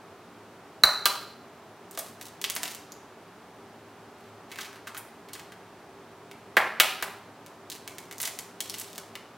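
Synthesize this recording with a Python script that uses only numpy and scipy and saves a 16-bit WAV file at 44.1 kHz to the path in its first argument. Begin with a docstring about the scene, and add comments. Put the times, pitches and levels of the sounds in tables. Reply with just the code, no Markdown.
"""An appliance murmurs throughout. First an egg is knocked twice on the rim of a ceramic bowl, close by.
Its shell snaps and crumbles, then the wet halves squelch. A second egg gets three knocks and is pulled open.
Clicks and splinters are random impulses shaped by filters; the bowl is a set of fading cosines.
A hard little kitchen answers each click with filtered random echoes; air and drone are filtered noise.
"""
import sys
import numpy as np
from scipy import signal
from scipy.fft import rfft, irfft
from scipy.io import wavfile
from scipy.ndimage import uniform_filter1d

SR = 44100
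rng = np.random.default_rng(int(sys.argv[2]) if len(sys.argv) > 2 else 0)


def wav_out(sig):
    """Save sig, one row per channel (or a flat mono array), as 16-bit PCM at SR to the path in sys.argv[1]."""
    wavfile.write(sys.argv[1], SR, np.round(np.clip(np.atleast_2d(sig).T, -1, 1) * 32767).astype(np.int16))


N = 413216

# Egg on the rim, with relative levels: start_s, counter thump_db, dull body_db, shell clack_db, clack_hz,
# crack_db, low_ring_db, high_ring_db (the two rings belong to the bowl)
EGG_KNOCKS = [(0.8359, 7.5, 9, 24, 1400, 7, -12.5, -3), (1.056, -24, 5, 16.5, 3270, 9, -13.5, -13),
              (6.5677, -33, 18, 28, 1860, -0.5, -15.5, -45), (6.7997, -28, 11.5, 25, 2620, 12, -14, -40),
              (7.025, -16, 3.5, 12, 1660, -2.5, -48, -43)]
# Ringing tones of the bowl: pitch_hz, level_db (relative), t60_s (time to fall by 60 dB)
LOW_BOWL_TONES = [(650, -14, 0.049), (825, -19, .04), (1028, -15, 0.036), (1218, 3.5, 0.027),
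                  (1386, -5, 0.058), (1595, -4, 0.045)]
HIGH_BOWL_TONES = [(3890, -7.5, 0.025), (4022, -1, 0.024), (4060, 0.5, 0.029), (4254, -6, 0.0199),
                   (5300, -10, 0.007), (5760, -5.5, 0.0087), (7160, -18.5, 0.02), (14000, -20, 0.015)]
# The clearest breaks of the shell: start_s, level_db (relative), piece_hz (its resonance),
# treble_db (relative to the resonance)
SHELL_SNAPS = [(1.9111, -14, 8000, 0.5), (1.975, 1, 1120, -4), (1.9889, -6, 8100, 10),
               (1.992, -8.5, 1710, 7.5), (2.2125, -8, 1900, -1), (2.415, -5, 2700, 2.5),
               (2.4414, 11, 3050, -8), (2.4996, 2, 2950, 3.5), (2.5524, -13.5, 7800, 17),
               (2.5638, 4, 1900, -1.5), (2.6322, 4, 2000, 0.5), (2.6552, -0.5, 2880, -6),
               (2.7482, -12, 2800, 6.5), (2.9205, -7, 6840, -14), (6.3134, -8.5, 2216, -9.5),
               (7.463, -16.5, 1700, 1), (7.7003, -5.5, 4060, 1), (7.7176, -3.5, 3970, -8.5),
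               (7.8768, -4, 2310, -1.5), (7.9834, -7.5, 2000, 0.5), (8.1119, -6, 2000, -4.5),
               (8.1255, -12.5, 2300, 2.5), (8.1822, -7.5, 6570, -4), (8.202, -3, 1940, 3),
               (8.2158, -6.5, 8000, 12), (8.23, -3.5, 2400, 6.5), (8.2371, 0, 1960, -17),
               (8.2763, 0, 2130, -3), (8.389, -6, 2140, 6), (8.605, 2.5, 3300, 2), (8.6976, 1.5, 5300, -6),
               (8.7414, -1.5, 2840, -4), (8.7985, -5.5, 8000, 2.5), (8.814, -11, 2400, 5),
               (8.98, -5, 1380, 1.5), (9.1541, -0.5, 2570, -10)]
# Wet shell halves squeezed and shaken: start_s, level_db (relative), pocket_hz (air pocket resonance)
WET_SQUELCHES = [(4.516, -5, 2100), (4.586, 3, 1480), (4.608, -4, 3200), (4.6469, -8.5, 2530),
                 (4.871, 1.5, 1460), (4.872, -21, 4500), (4.946, -0.5, 1300), (4.9674, -2.5, 1650),
                 (4.976, -12, 8200), (5.286, -14.5, 2240), (5.3324, -7.5, 4300), (5.3515, -5, 1660),
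                 (5.5202, -10, 1620), (8.7834, -11, 6500)]
# Fingers work the shell and flakes tear loose: start_s, end_s, level_db (of the smallest flakes, relative),
# wetness (0 to 1)
SHELL_CRUMBLES = [(1.891, 2.114, -34.5, 0.17), (2.184, 2.302, -37, 0), (2.603, 2.755, -30.5, 0),
                  (4.14, 4.314, -42, .55), (4.483, 4.692, -28.5, 0.52), (4.637, 4.796, -29.5, 0.86),
                  (5.352, 5.432, -28, 0.56), (7.703, 7.786, -31.5, 0.1), (7.872, 8.1, -42, 0.1),
                  (8.195, 8.293, -20, 0), (8.612, 8.864, -28.5, 0.23), (8.817, 9.012, -35, 0.13)]
# Early echoes off the bowl and the counter, before their spectrum is evened out: delay_s, level_db
EARLY_ECHOES = [(.0007, -3.5), (.0019, -7), (.0042, -14.5), (.0058, -8.5), (.007, -19), (0.0143, -21.5),
                (0.0183, -12)]
# How long the kitchen rings: pitch_hz, t60_s
KITCHEN_T60 = [(200, .5), (600, 0.52), (1400, 0.58), (4000, 0.61), (9000, 0.44), (15000, 0.46)]
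# How strongly the kitchen rings, before its soft build-up: pitch_hz, level_db
KITCHEN_LEVEL = [(50, -24.5), (100, 1.5), (400, -5.5), (800, 4.5), (1500, -4), (4000, -5), (9000, -5),
                 (15000, -10)]
# Left-right difference of the egg's reflections, as a filter: pitch_hz, level_db
KITCHEN_WIDTH = [(60, -4.5), (200, -24.5), (1200, -29.5), (2400, -22.5), (4400, -11), (8000, -6.5),
                 (15000, -1.5)]
# Tone colour of the room air: pitch_hz, level_db (per Hz, relative)
AIR_COLOUR = [(25, -62), (55, -24), (80, -7.5), (105, -11), (135, -3.5), (175, -5.5), (300, -3), (410, 0.5),
              (500, -4.5), (700, -2), (1200, -5.5), (2000, -13.5), (6000, -25.5), (16000, -35.5)]
# Left-right difference of the air: pitch_hz, level_db (relative to the middle)
AIR_WIDTH = [(60, -34.5), (380, -22), (1290, -20.5), (2400, -11), (4400, -5.5), (15000, 1)]
# Tones of the appliance: pitch_hz, level_db (rms)
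APPLIANCE_TONES = [(106, -66), (178, -66.5), (231, -64.5), (291, -64.5), (396, -60.5), (5749, -86)]

AIR_DB = -50.5  # rms level of the air in the middle
TOP_HZ = 16000  # upper limit of the final sound
# Smaller pieces carry less bass: lows relative to the resonance for a 1 kHz piece, and the change per octave
PIECE_LOW_DB, PIECE_LOW_DB_PER_OCTAVE = 8, -10.5
# Smaller pockets are brighter: treble relative to the resonance at 1 kHz, change per octave; then their lows
POCKET_TREBLE_DB, POCKET_TREBLE_DB_PER_OCTAVE, POCKET_LOW_DB = -18, 8.5, -15.5
# Flakes of dry and of soaked shell: resonance, and treble relative to it
DRY_FLAKE_HZ, DRY_FLAKE_TREBLE_DB = 3600, 1.5
WET_FLAKE_HZ, WET_FLAKE_TREBLE_DB = 1260, -18


def scene():
    """The eggs sit in the middle; their reflections and the air also differ between left and right."""
    eggs = knocks() + snaps() + squelches() + crumbles()
    air_mid, air_side = air()
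    near = signal.oaconvolve(eggs, near_path())[:N]
    mid = near + room(eggs) + air_mid

    sideways = tail()
    add(sideways, 0, amp(-4.5) * burst(splinter_share=1.0, fade_s=0.008, per_s=4000))
    side = colour(signal.oaconvolve(eggs, sideways)[:N], KITCHEN_WIDTH) + air_side
    balance = amp([[-0.2], [0.2]])  # the right is slightly louder
    return np.array([mid + side, mid - side]) * balance


def knocks():
    """The egg thuds on the rim, its shell caves in as a run of splinters, and the bowl rings briefly."""
    out = np.zeros(N)
    for start, thump_db, body_db, clack_db, clack_hz, crack_db, low_db, high_db in EGG_KNOCKS:
        thud = [(20, thump_db - 3.5), (70, thump_db), (150, body_db - 10), (280, body_db - 7), (390, body_db)]
        clack = [(clack_hz / 2, (body_db + clack_db) / 2 - 2), (clack_hz, clack_db),
                 (clack_hz * 2, (clack_db + crack_db) / 2 - 4)]
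        crack = [(7000, crack_db - 1), (15000, crack_db)]
        splinters = whiten(burst(splinter_share=1.0, fade_s=0.0057, per_s=5500), smooth_hz=120)
        add(out, start, colour(splinters, sorted(thud + clack + crack)))
        add(out, start, amp(low_db) * ring(LOW_BOWL_TONES) + amp(high_db) * ring(HIGH_BOWL_TONES))
    return out


def ring(modes, rise_s=0.00085):
    """Fading tones of the struck bowl, swelling as the blow spreads round the rim."""
    t = seconds(0.3)
    tones = sum(amp(db - 60 * t / t60) * np.cos(2 * np.pi * hz * t) for hz, db, t60 in modes)
    return tones * (1 - np.exp(-t / rise_s))


def snaps():
    """Dry, sharp breaks; the broken piece of shell pings very briefly."""
    out = np.zeros(N)
    for start, db, hz, treble_db in SHELL_SNAPS:
        low_db = PIECE_LOW_DB + PIECE_LOW_DB_PER_OCTAVE * octaves(hz)
        crack = whiten(burst(splinter_share=0.32, fade_s=0.0046, per_s=4200), smooth_hz=850)
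        crack = resonate(crack, hz, t60=0.006, gain=0.6)
        add(out, start, amp(-3.5) * shell(crack, db, hz, low_db, treble_db))
    return out


def squelches():
    """Many small sticky ticks ring the first two modes of an air pocket in the wet shell."""
    out = np.zeros(N)
    for start, db, hz in WET_SQUELCHES:
        treble_db = POCKET_TREBLE_DB + POCKET_TREBLE_DB_PER_OCTAVE * octaves(hz)
        ticks = whiten(burst(splinter_share=0.96, fade_s=0.0084, per_s=2200), smooth_hz=596)
        ticks = resonate(ticks, hz, t60=0.02, gain=0.8)
        ticks = resonate(ticks, 1.9 * hz, t60=0.012, gain=0.7)
        add(out, start, amp(-1.5) * shell(ticks, db, hz, POCKET_LOW_DB, treble_db))
    return out


def crumbles(per_s=260, spread_db=6.0, low_db=-12):
    """Tiny flakes of uneven size tear from the membrane; wetter shell sounds lower and duller."""
    happens = rng.random(N) < per_s / SR
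    direction = rng.choice([-1, 1], N)
    size = amp(spread_db * np.minimum(rng.exponential(1, N), 3))
    flakes = happens * direction * size
    out = np.zeros(N)
    for start, end, db, wetness in SHELL_CRUMBLES:
        hz = DRY_FLAKE_HZ * (WET_FLAKE_HZ / DRY_FLAKE_HZ) ** wetness
        treble_db = DRY_FLAKE_TREBLE_DB + (WET_FLAKE_TREBLE_DB - DRY_FLAKE_TREBLE_DB) * wetness
        length = max(int((end - start) * SR), 2)
        run = flakes[int(start * SR):][:length]
        fade_in_out = signal.windows.tukey(len(run), 0.5)
        add(out, start, shell(run, db, hz, low_db, treble_db) * fade_in_out)
    return out


def shell(drive, db, hz, low_db, treble_db):
    """A piece of shell colours clicks around its own resonance; it is too small to radiate bass."""
    below = [(50, low_db - 40), (200, low_db - 17.5), (max(700, hz / 3), low_db), (hz / 1.55, 0.18 * low_db)]
    above = [(hz * 1.86, 0.5 * treble_db), (max(6500, hz * 1.18), treble_db), (16000, treble_db - 6)]
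    return amp(db) * colour(drive, sorted(below + [(hz, 1.5)] + above))


def burst(splinter_share, fade_s, per_s, size=4096):
    """One fracture and the run of tiny splinters that follows it, with a total energy of 1."""
    t = np.arange(size) / SR
    happens = rng.random(size) < per_s / SR
    splinters = rng.standard_normal(size) * happens * np.exp(-t / fade_s)
    fracture = t == 0  # a single click
    return unit(np.sqrt(1 - splinter_share) * fracture + np.sqrt(splinter_share) * unit(splinters))


def resonate(x, hz, t60, gain):
    """Adds one short ringing mode to a run of clicks."""
    t, fade = seconds(2 * t60), np.log(1000) / t60
    mode = 2 * fade / SR * np.exp(-fade * t) * np.cos(2 * np.pi * hz * t)
    return x + gain * signal.fftconvolve(x, mode)[:len(x)]


def near_path(size=8192):
    """The direct sound and its slightly scattered echoes from bowl and counter."""
    path = np.zeros(size)
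    path[0] = 1
    for delay, db in EARLY_ECHOES:
        add(path, delay, amp(db) * burst(splinter_share=0.61, fade_s=0.0036, per_s=20000))
    return disperse(whiten(path, smooth_hz=250))


def disperse(x):
    """Bending waves run faster in the treble, so each click leaves the shell as a tiny chirp."""
    # the delay grows towards the bass; it is counted from the very top pitch, which has none
    delay_s, at_hz = 0.0013, 1000
    hz = np.fft.rfftfreq(len(x), 1 / SR)
    lag = 2 * np.sqrt(hz * at_hz) - hz * np.sqrt(at_hz / hz[-1])
    fade_out = np.cos(np.linspace(0, np.pi / 2, len(x))) ** 2
    return fade_out * irfft(rfft(x) * np.exp(-2j * np.pi * delay_s * lag), len(x))


def room(x, count=3):
    """The hands move over the bowl, so the reflections blend in turn between a few random patterns."""
    turn = np.arange(N) / SR / 0.55  # a new pattern every 0.55 s
    pattern = np.arange(count)[:, None]
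    distance = abs((turn - pattern + count / 2) % count - count / 2)
    out = np.zeros(N)
    for d in distance:
        share = np.cos(np.pi / 2 * np.minimum(d, 1))
        out += signal.oaconvolve(x * share, tail())[:N]
    return out


def tail(size=32768, order=8):
    """Random reflections of the kitchen, each pitch band dying at its own speed."""
    happens = rng.random(size) < 1 / order
    taps = rng.standard_normal(size) * happens * np.sqrt(order)
    hz, t, bands = signal.stft(taps, SR, nperseg=256)
    t60 = read(KITCHEN_T60, hz)[:, None]
    level_db = read(KITCHEN_LEVEL, hz)[:, None]
    # the square root keeps long and short tails equally strong
    bands = bands * amp(level_db - 60 * t / t60) * np.sqrt(2 * np.log(1000) / (t60 * SR))
    build_up = 1 - np.exp(-(np.arange(size) / SR / 0.012) ** 2)
    return signal.istft(bands, SR, nperseg=256)[1][:size] * build_up


def air():
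    """Soft room noise plus an appliance's unsteady tones, cut from noise as narrow bands: mid and side."""
    hz = np.fft.rfftfreq(N, 1 / SR)
    mid, side, hum = rfft(rng.standard_normal((3, N)))
    shape = amp(read(AIR_COLOUR, hz))
    shape = amp(AIR_DB) * shape / np.sqrt(np.mean(shape ** 2))
    drone = np.zeros(N)
    for tone_hz, db in APPLIANCE_TONES:
        width_hz = 3 + 0.014 * tone_hz
        tone = irfft(hum / (1 + ((hz - tone_hz) / width_hz) ** 2), N)
        drone += amp(db) * np.sqrt(N) * unit(tone)
    return irfft(mid * shape, N) + drone, irfft(side * shape * amp(read(AIR_WIDTH, hz)), N)


def whiten(x, smooth_hz):
    """Evens out the spectrum of a run of clicks so that it has no pitch; energy 1."""
    power = abs(np.fft.fft(unit(x))) ** 2
    width = int(smooth_hz * len(x) / SR) | 1  # an odd number of bins
    power = uniform_filter1d(power, width, mode="wrap")
    return unit(causal(x, 1 / np.sqrt(power + 0.017)))


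def colour(x, points, size=4096):
    """Filters a sound to the given (Hz, dB) shape without any echo ahead of it."""
    hz = abs(np.fft.fftfreq(size, 1 / SR))
    return causal(x, amp(read(points, hz)))


def causal(x, gain):
    """Minimum-phase filter, which reacts as early as it can; gain covers the full frequency circle."""
    taps = np.fft.ifft(np.exp(np.conj(signal.hilbert(np.log(gain))))).real
    return signal.fftconvolve(x, taps)[:len(x)]


def amp(db):
    """Decibels to gain."""
    return 10 ** (np.asarray(db) / 20)


def unit(x):
    """Scales to an energy of 1."""
    return x / np.sqrt(np.sum(x ** 2) + 1e-20)


def read(points, hz):
    """Joins (Hz, value) points along a logarithmic pitch axis."""
    f, value = np.transpose(points)
    return np.interp(np.log(hz + 1), np.log(f + 1), value)


def octaves(hz):
    """Octaves above 1 kHz."""
    return np.log2(hz / 1000)


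def seconds(length):
    """Time axis of the given length in seconds."""
    return np.arange(int(length * SR)) / SR


def add(mix, start, sound):
    """Mixes a sound in at a start time in seconds."""
    part = mix[round(start * SR):][:len(sound)]
    part += sound[:len(part)]


def record(dry):
    """Peaks beyond full scale are clipped; then the highest treble is cut off."""
    clipped = np.clip(dry, -1, 1)
    low_pass = signal.firwin(511, TOP_HZ, window=("kaiser", 9), fs=SR)
    return signal.oaconvolve(clipped, low_pass[None], "same")


dry = scene()
out = record(dry)
wav_out(out)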